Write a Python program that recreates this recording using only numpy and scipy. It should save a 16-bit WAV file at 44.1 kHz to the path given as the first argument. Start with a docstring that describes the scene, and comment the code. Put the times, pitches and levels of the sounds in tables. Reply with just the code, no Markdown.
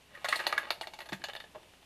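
"""Spray paint can shaken and set down

A mixing ball clacks on the can's ends, rings its wall and rolls along it while the paint hisses.
The can is set down with a thud, the ball clatters to rest, and a soft hollow knock follows.
Contacts are impulses with grainy scatter through resonances; rolling is dense tiny contacts;
hiss is filtered noise. A small room adds a diffuse tail, over quiet air noise and a low hum.
"""
import sys
import numpy as np
from scipy import signal
from scipy.fft import rfft, irfft
from scipy.io import wavfile

SR = 44100
rng = np.random.default_rng(int(sys.argv[2]) if len(sys.argv) > 2 else 0)


def generate_wav(signal):
    """Clip the signal to [-1, 1] and save it as 16-bit WAV at the path in sys.argv[1]."""
    frames = np.transpose(np.atleast_2d(signal))
    scaled = np.clip(frames, -1, 1) * 32767
    pcm = np.round(scaled).astype(np.int16)
    wavfile.write(sys.argv[1], SR, pcm)


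N = 81585
TIME = np.arange(N) / SR


def from_db(db):
    """Decibels to gain."""
    return 10 ** (np.asarray(db) / 20)


def rms_one(x):
    """Scale to rms 1."""
    return x / np.sqrt(np.mean(x ** 2) + 1e-20)


def energy_one(x):
    """Scale to energy 1."""
    return x / np.sqrt(np.sum(x ** 2) + 1e-20)


def level_curve(rows):
    """Gain over time, interpolated in dB between rows of seconds and dB."""
    return from_db(np.interp(TIME, *np.transpose(rows)))


def add(out, start_s, sound):
    """Mix a sound in at a time, cut off at the end."""
    start = int(start_s * SR)
    out[start:start + len(sound)] += sound[:N - start]


def butter_filter(order, cutoff_hz, kind, x):
    """Butterworth filter."""
    return signal.sosfilt(signal.butter(order, cutoff_hz, kind, fs=SR, output="sos"), x)


def flutter(spread_db, values_per_s=70.26):
    """A quickly and randomly wavering gain."""
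    values = np.clip(rng.standard_normal(N), -2, 2)
    return from_db(spread_db * np.interp(TIME * values_per_s, np.arange(N), values))


def ringing(modes, size=4000):
    """A click through parallel two-pole resonances of alternating sign; energy 1."""
    out = 0
    click = signal.unit_impulse(size) + 1e-18
    for k, (hz, width_hz, db) in enumerate(modes):
        radius = np.exp(-np.pi * width_hz / SR)
        poles = [1, -2 * radius * np.cos(2 * np.pi * hz / SR), radius ** 2]
        edge = (1 - radius ** 2) / 2
        out = out + (-1) ** k * from_db(db) * signal.lfilter([edge, 0, -edge], poles, click)
    return energy_one(out)


SCATTER_T60_S, SCATTER_GRAIN_DB = 0.071, 4.5


def contact(scatter_db, size=4000):
    """One sharp impulse, then dying grainy scatter: chatter and near reflections; energy 1."""
    # the grain level changes every 16 samples
    grain_db = SCATTER_GRAIN_DB * np.repeat(rng.standard_normal(size // 16), 16)
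    grains = rng.standard_normal(size) * from_db(grain_db)
    decay = from_db(-60 * TIME[:size] / SCATTER_T60_S)
    force = from_db(scatter_db) * energy_one(grains * decay)
    force[0] += 1
    return energy_one(force)


def soft_blow(modes, contact_s, scatter_db, size=1000):
    """A cushioned contact rises and dies smoothly, driving a body's modes; energy 1."""
    push = TIME[:size] * np.exp(-TIME[:size] / contact_s)
    force = signal.fftconvolve(push, contact(scatter_db))
    return energy_one(signal.fftconvolve(force, ringing(modes)))


def favoured(modes, spot_hz, focus_db, focus_octaves=0.1):
    """The place struck strengthens modes near its pitch."""
    favoured_modes = []
    for hz, width_hz, db in modes:
        distance = np.log2(hz / spot_hz) / focus_octaves
        favoured_modes.append((hz, width_hz, db + focus_db * np.exp(-distance ** 2)))
    return favoured_modes


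# Air noise colour. Each row: frequency in Hz, relative spectral level in dB.
AIR_COLOUR = [(25, -2.5), (60, -7.5), (100, 1), (200, -2.5), (400, -4), (650, -3), (1100, -8), (2000, -13),
              (3500, -30), (6000, -37), (14000, -34)]
# Air noise swell and sink. Each row: time in seconds, relative level in dB.
AIR_SWELL = [(0, -2.5), (.3, -0.5), (1.45, 1), (1.62, 0.5), (1.85, -2.5)]
AIR_DB = -63  # before the swell
HUM_HZ, HUM_DB = 64.2, -73


def room_noise():
    """Coloured air noise swells a little and sinks over a steady low sine hum."""
    hz, db = np.transpose(AIR_COLOUR)
    bin_hz = np.fft.rfftfreq(N, 1 / SR) + 1  # +1 avoids log of zero
    colour = from_db(np.interp(np.log(bin_hz), np.log(hz), db))
    air = rms_one(irfft(rfft(rng.standard_normal(N)) * colour, N))
    hum = rms_one(np.sin(2 * np.pi * (HUM_HZ * TIME + rng.random())))
    return from_db(AIR_DB) * level_curve(AIR_SWELL) * air + from_db(HUM_DB) * hum


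# Room tail. Each row: frequency in Hz, 60 dB decay time in seconds, relative level in dB.
ROOM_TAIL = [(148, 0.31, -9.5), (660, 0.47, -11.5), (1670, 0.19, -13), (4100, 0.26, -13.5),
             (11300, 0.18, -7)]
ROOM_BUILD_S = 0.005


def room(x, size=30000):
    """Diffuse tail: noise bands about an octave wide build up and die at their own rates."""
    hz, t60_s, db = np.transpose(ROOM_TAIL)
    edges_hz = np.geomspace(60, 15500, num=9)
    t = TIME[:size]
    tail = 0
    for low_hz, high_hz in zip(edges_hz, edges_hz[1:]):
        log_centre = np.log(low_hz * high_hz) / 2
        band_t60_s = np.interp(log_centre, np.log(hz), t60_s)
        band_db = np.interp(log_centre, np.log(hz), db)
        envelope = from_db(-60 * t / band_t60_s) * (1 - np.exp(-t / ROOM_BUILD_S))
        noise = butter_filter(2, [low_hz, high_hz], "band", rng.standard_normal(size))
        tail = tail + from_db(band_db) * energy_one(envelope) * noise
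    return signal.fftconvolve(x, tail)[:N]


# Work table resonances. Each row: frequency in Hz, width in Hz, relative level in dB.
TABLE_MODES = [(118, 34, -4.5), (193.4, 21, 3), (264, 130, -6), (360, 52, -1)]
SET_DOWN_S, THUD_DB, THUD_CONTACT_S, THUD_SCATTER_DB = 1.1205, -10.5, 0.00048, -0.5
# Hollow knock, a quick run of soft contacts. Each row: start in seconds, level in dB.
KNOCKS = [(1.548, -22.5), (1.5525, -20.5), (1.5573, -16), (1.581, -30)]
# Hollow body resonances. Each row: frequency in Hz, width in Hz, relative level in dB.
KNOCK_MODES = [(154, 77, -18), (362, 41, -4), (616, 35, 4.5), (827, 46, -3), (980, 110, -5),
               (1690, 590, -15), (3250, 1200, -17)]
KNOCK_CONTACT_S, KNOCK_SCATTER_DB = 0.00008, -2
KNOCKS_LOW_CUT_HZ = 59  # keeps the thud and knock free of deep bass


def knocks():
    """The can thuds on the table; later something hollow is nudged; both are soft blows."""
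    out = np.zeros(N)
    thud = soft_blow(TABLE_MODES, THUD_CONTACT_S, THUD_SCATTER_DB)
    add(out, SET_DOWN_S, from_db(THUD_DB) * thud)
    for start_s, db in KNOCKS:
        knock = soft_blow(KNOCK_MODES, KNOCK_CONTACT_S, KNOCK_SCATTER_DB)
        add(out, start_s, from_db(db) * knock)
    return butter_filter(2, KNOCKS_LOW_CUT_HZ, "high", out)


# Paint hiss level. Each row: time in seconds, level in dB.
HISS_LEVEL = [(.12, -65.5), (.27, -61), (.32, -45.5), (.38, -48.5), (.42, -54.5), (.47, -60), (.7, -64)]
# Paint hiss colour. Each row: frequency in Hz, width in Hz, relative level in dB.
HISS_MODES = [(2690, 990, 12.5), (10600, 9100, -3)]
HISS_FLUTTER_DB = 1


def paint_hiss():
    """The spattering paint: fluttering noise through broad resonances."""
    spatter = rng.standard_normal(N) * flutter(HISS_FLUTTER_DB)
    hiss = signal.fftconvolve(spatter, ringing(HISS_MODES))[:N]
    return level_curve(HISS_LEVEL) * rms_one(hiss)


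# Ball rolling and paint swilling. Each row: time in seconds, level in dB.
ROLL_LEVEL = [(.05, -84.5), (.145, -53), (.23, -55.5), (.31, -45), (.38, -46.5), (.44, -42), (.54, -44.5),
              (.62, -47), (.69, -48.5), (.76, -73), (.95, -100)]
# Side wall, damped by the hand. Each row: frequency in Hz, width in Hz, relative level in dB.
WALL_MODES = [(1062, 58, -6), (1227, 61, 1), (1417, 99, -5), (1650, 90, 2), (1765, 81, -3.5), (1908, 75, 3),
              (2217, 103, 0)]
# Domed ends. Each row: frequency in Hz, width in Hz, relative level in dB.
END_MODES = [(357, 52, -8), (614, 88.4, 4), (857, 66.6, 3.5), (1085, 170, -3), (1500, 110, -12.5),
             (2415, 250, -4), (2740, 150, -1), (2900, 63, -0.5), (3562, 182, 1.5), (3812, 78, -1.5),
             (4268, 273, 1), (4700, 980, -10.5)]
ROLL_ENDS_DB, ROLL_GRAINS_PER_S, ROLL_SPREAD_DB, ROLL_FLUTTER_DB = -1, 2200, 4, 3.5
ROLL_SOFT_HZ = 3130  # rolling contacts are softer than strikes


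def ball_roll():
    """Dense tiny contacts of the travelling ball stir each of the can's modes by turns."""
    hits = rng.random(N) < ROLL_GRAINS_PER_S / SR
    signs = rng.choice([-1, 1], N)
    sizes = from_db(ROLL_SPREAD_DB * np.minimum(rng.exponential(1, N), 4))
    grains = butter_filter(4, ROLL_SOFT_HZ, "low", hits * signs * sizes)
    ends = [(hz, width_hz, db + ROLL_ENDS_DB) for hz, width_hz, db in END_MODES]
    roll = np.zeros(N)
    for hz, width_hz, db in [*WALL_MODES, *ends]:
        stirred = grains * flutter(ROLL_FLUTTER_DB)
        ring = ringing([(hz, width_hz, db)])  # energy 1, so db is applied below
        roll += from_db(db) * np.sqrt(width_hz) * signal.fftconvolve(stirred, ring)[:N]
    return level_curve(ROLL_LEVEL) * rms_one(roll)


# Ball strikes. Each row: start in seconds, relative clack level in dB, clack tilt in dB per octave,
# relative wall ring level in dB, relative tick level in dB, scatter in dB re the impulse,
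# then the pitches favoured by the place struck: wall in Hz, ends in Hz, tick in Hz.
STRIKES = [(.1496, -55, 9, -41, -66, 10, 1940, 2800, 10500),
           (0.2445, -27, -2.5, -28.5, -45.5, -0.5, 1065, 620, 9500),
           (0.2486, -30, 1, -28.5, -48.5, 16, 1720, 3800, 6300),
           (0.2859, -22.5, 0.5, -33, -37, 2.5, 1920, 635, 8900),
           (0.3254, -25, 1, -18.5, -51, 4, 1840, 2820, 8800), (.357, -25, 1, -39, -40, 7, 1950, 4010, 8900),
           (0.3915, -32.5, -1, -30.5, -53, 1.5, 1770, 2410, 10800),
           (0.401, -30.5, -3, -30, -54, 6, 1600, 2400, 10800),
           (0.4669, -17, -1, -28.5, -38, -5.5, 1900, 4415, 11360),
           (0.5259, -24.5, -2, -23.5, -50.5, -7, 1294, 2450, 9900),
           (0.5787, -27, 2, -20, -44, -11, 1660, 3470, 9720),
           (0.5822, -34, -3.5, -30.5, -63, 7, 1230, 3520, 12500),
           (0.7048, -18.5, 1.5, -28, -39.5, -3, 2390, 662, 11030),
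           (0.8112, -26.5, -1, -51, -47.5, 3, 1450, 798, 9450),
           (0.831, -66, 19, -38.5, -55, 10, 1870, 2410, 8800),
           (0.8711, -32, 0.2, -45, -55, -4, 2190, 810, 6300),
           (0.936, -36, 0.2, -47, -54.5, 1.5, 2200, 850, 6300),
           (0.9886, -36, -2, -45, -54.5, -1, 2190, 4470, 6300),
           (1.0045, -37.5, -1, -40, -54, 2.5, 1940, 2820, 10800),
           (1.0175, -39, -2.5, -45, -62, 0, 1930, 4100, 12500),
           (1.058, -43.5, -1, -49, -58, 8, 1810, 850, 10800),
           (1.089, -37.5, -2.5, -43, -53.5, 9, 1710, 3600, 6540),
           (1.122, -33, -1.5, -33, -58, 14, 1750, 850, 8800),
           (1.129, -30, -.5, -37.5, -44.5, 1.5, 1884, 2400, 6600),
           (1.2174, -52, 8, -47.5, -71, -1, 1730, 2400, 10800),
           (1.2394, -27, 1.5, -35, -44.5, -0.5, 1670, 825, 6500),
           (1.2858, -32.5, -3.5, -43, -56.5, 0.5, 1690, 650, 6300),
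           (1.297, -39, 2.5, -42, -66, 3, 3050, 2950, 8800),
           (1.3339, -37, -.5, -47.5, -57, -11, 1750, 3580, 12500),
           (1.351, -35, -3, -40, -55, -8, 1800, 2660, 10800),
           (1.3631, -33.5, -0.5, -49, -60, 0.5, 1730, 3520, 10800),
           (1.4014, -36.5, 1, -42.5, -59.5, 0, 1790, 3520, 10800),
           (1.4399, -44.5, -4, -50.5, -72, 3, 1730, 3540, 10800),
           (1.6306, -51.5, -5, -60, -76, 16, 1890, 2750, 8800),
           (1.7355, -53.5, -8, -58, -85, -9, 1450, 2880, 8800),
           (1.8283, -53, -4.5, -61.5, -87, -6, 1300, 3500, 8800)]
# Hard contact itself. Each row: frequency in Hz, width in Hz, relative level in dB.
TICK_MODES = [(6430, 1200, -2.5), (8900, 1300, -0.5), (10350, 2500, -1.5), (12700, 1900, -3)]
# Longer wall ring of the standing can. Each row: frequency in Hz, width in Hz, relative level in dB.
FREE_MODES = [(1737, 17, -3.5), (2905, 18, -3), (3050, 20, -1.5), (3660, 40, -5)]
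# added to the levels in STRIKES; crack follows the clack level, free ring the wall level
CRACK_DB, CLACK_DB, WALL_DB, TICK_DB, FREE_DB = 11.5, 18, 22, 22, 18.5
CRACK_LOW_HZ, CRACK_HIGH_HZ = 440, 4810
TICK_LAG_S, TICK_SCATTER_DB = 0.0008, 28  # the tick follows the crack
WALL_FOCUS_DB, END_FOCUS_DB, TICK_FOCUS_DB = 10, 6.5, 7
END_DETUNE = 0.004  # spread as a fraction of frequency
RELEASE_S = 1.2  # later strikes ring freely: the hand has let go


def dry_crack():
    """The dry first impulse of a strike, band-limited; energy 1."""
    crack = butter_filter(2, CRACK_LOW_HZ, "high", signal.unit_impulse(500))
    return energy_one(butter_filter(6, CRACK_HIGH_HZ, "low", crack))


def varied_ends(tilt_db, end_hz):
    """The ends' pitches vary slightly at random per strike; brightness tilts about the favoured pitch."""
    modes = []
    for hz, width_hz, db in END_MODES:
        varied_hz = hz * (1 + END_DETUNE * rng.standard_normal())
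        modes.append((varied_hz, width_hz, db + tilt_db * np.log2(hz / end_hz)))
    return modes


def ball_strikes():
    """Each strike cracks, clacks on the ends, ticks and rings the wall, coloured by the place it hits."""
    out = np.zeros(N)
    crack = dry_crack()
    for start_s, clack_db, tilt_db, wall_db, tick_db, scatter_db, wall_hz, end_hz, tick_hz in STRIKES:
        force = contact(scatter_db)
        ends = ringing(favoured(varied_ends(tilt_db, end_hz), end_hz, END_FOCUS_DB))
        wall = ringing(favoured(WALL_MODES, wall_hz, WALL_FOCUS_DB))
        tick_body = ringing(favoured(TICK_MODES, tick_hz, TICK_FOCUS_DB))
        clack = energy_one(signal.fftconvolve(force, ends))
        wall_ring = energy_one(signal.fftconvolve(force, wall))
        tick = signal.fftconvolve(contact(TICK_SCATTER_DB), tick_body)
        add(out, start_s, from_db(clack_db + CRACK_DB) * crack)
        add(out, start_s, from_db(clack_db + CLACK_DB) * clack)
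        add(out, start_s, from_db(wall_db + WALL_DB) * wall_ring)
        add(out, start_s + TICK_LAG_S, from_db(tick_db + TICK_DB) * tick)
        if start_s > RELEASE_S:
            free_ring = ringing(favoured(FREE_MODES, wall_hz, WALL_FOCUS_DB), size=12000)
            add(out, start_s, from_db(wall_db + FREE_DB) * free_ring)
    return out


def scene():
    """The can and the knocks, direct and through the room, over the room noise."""
    direct = knocks() + paint_hiss() + ball_roll() + ball_strikes()
    return (room_noise() + room(direct) + direct)[None]


CUTOFF_HZ = 14000


def record(dry):
    """The top is cut steeply by an elliptic low-pass."""
    low_pass = signal.ellip(10, 0.2, 70, CUTOFF_HZ, fs=SR, output="sos")
    return signal.sosfilt(low_pass, dry)


dry = scene()
out = record(dry)
generate_wav(out)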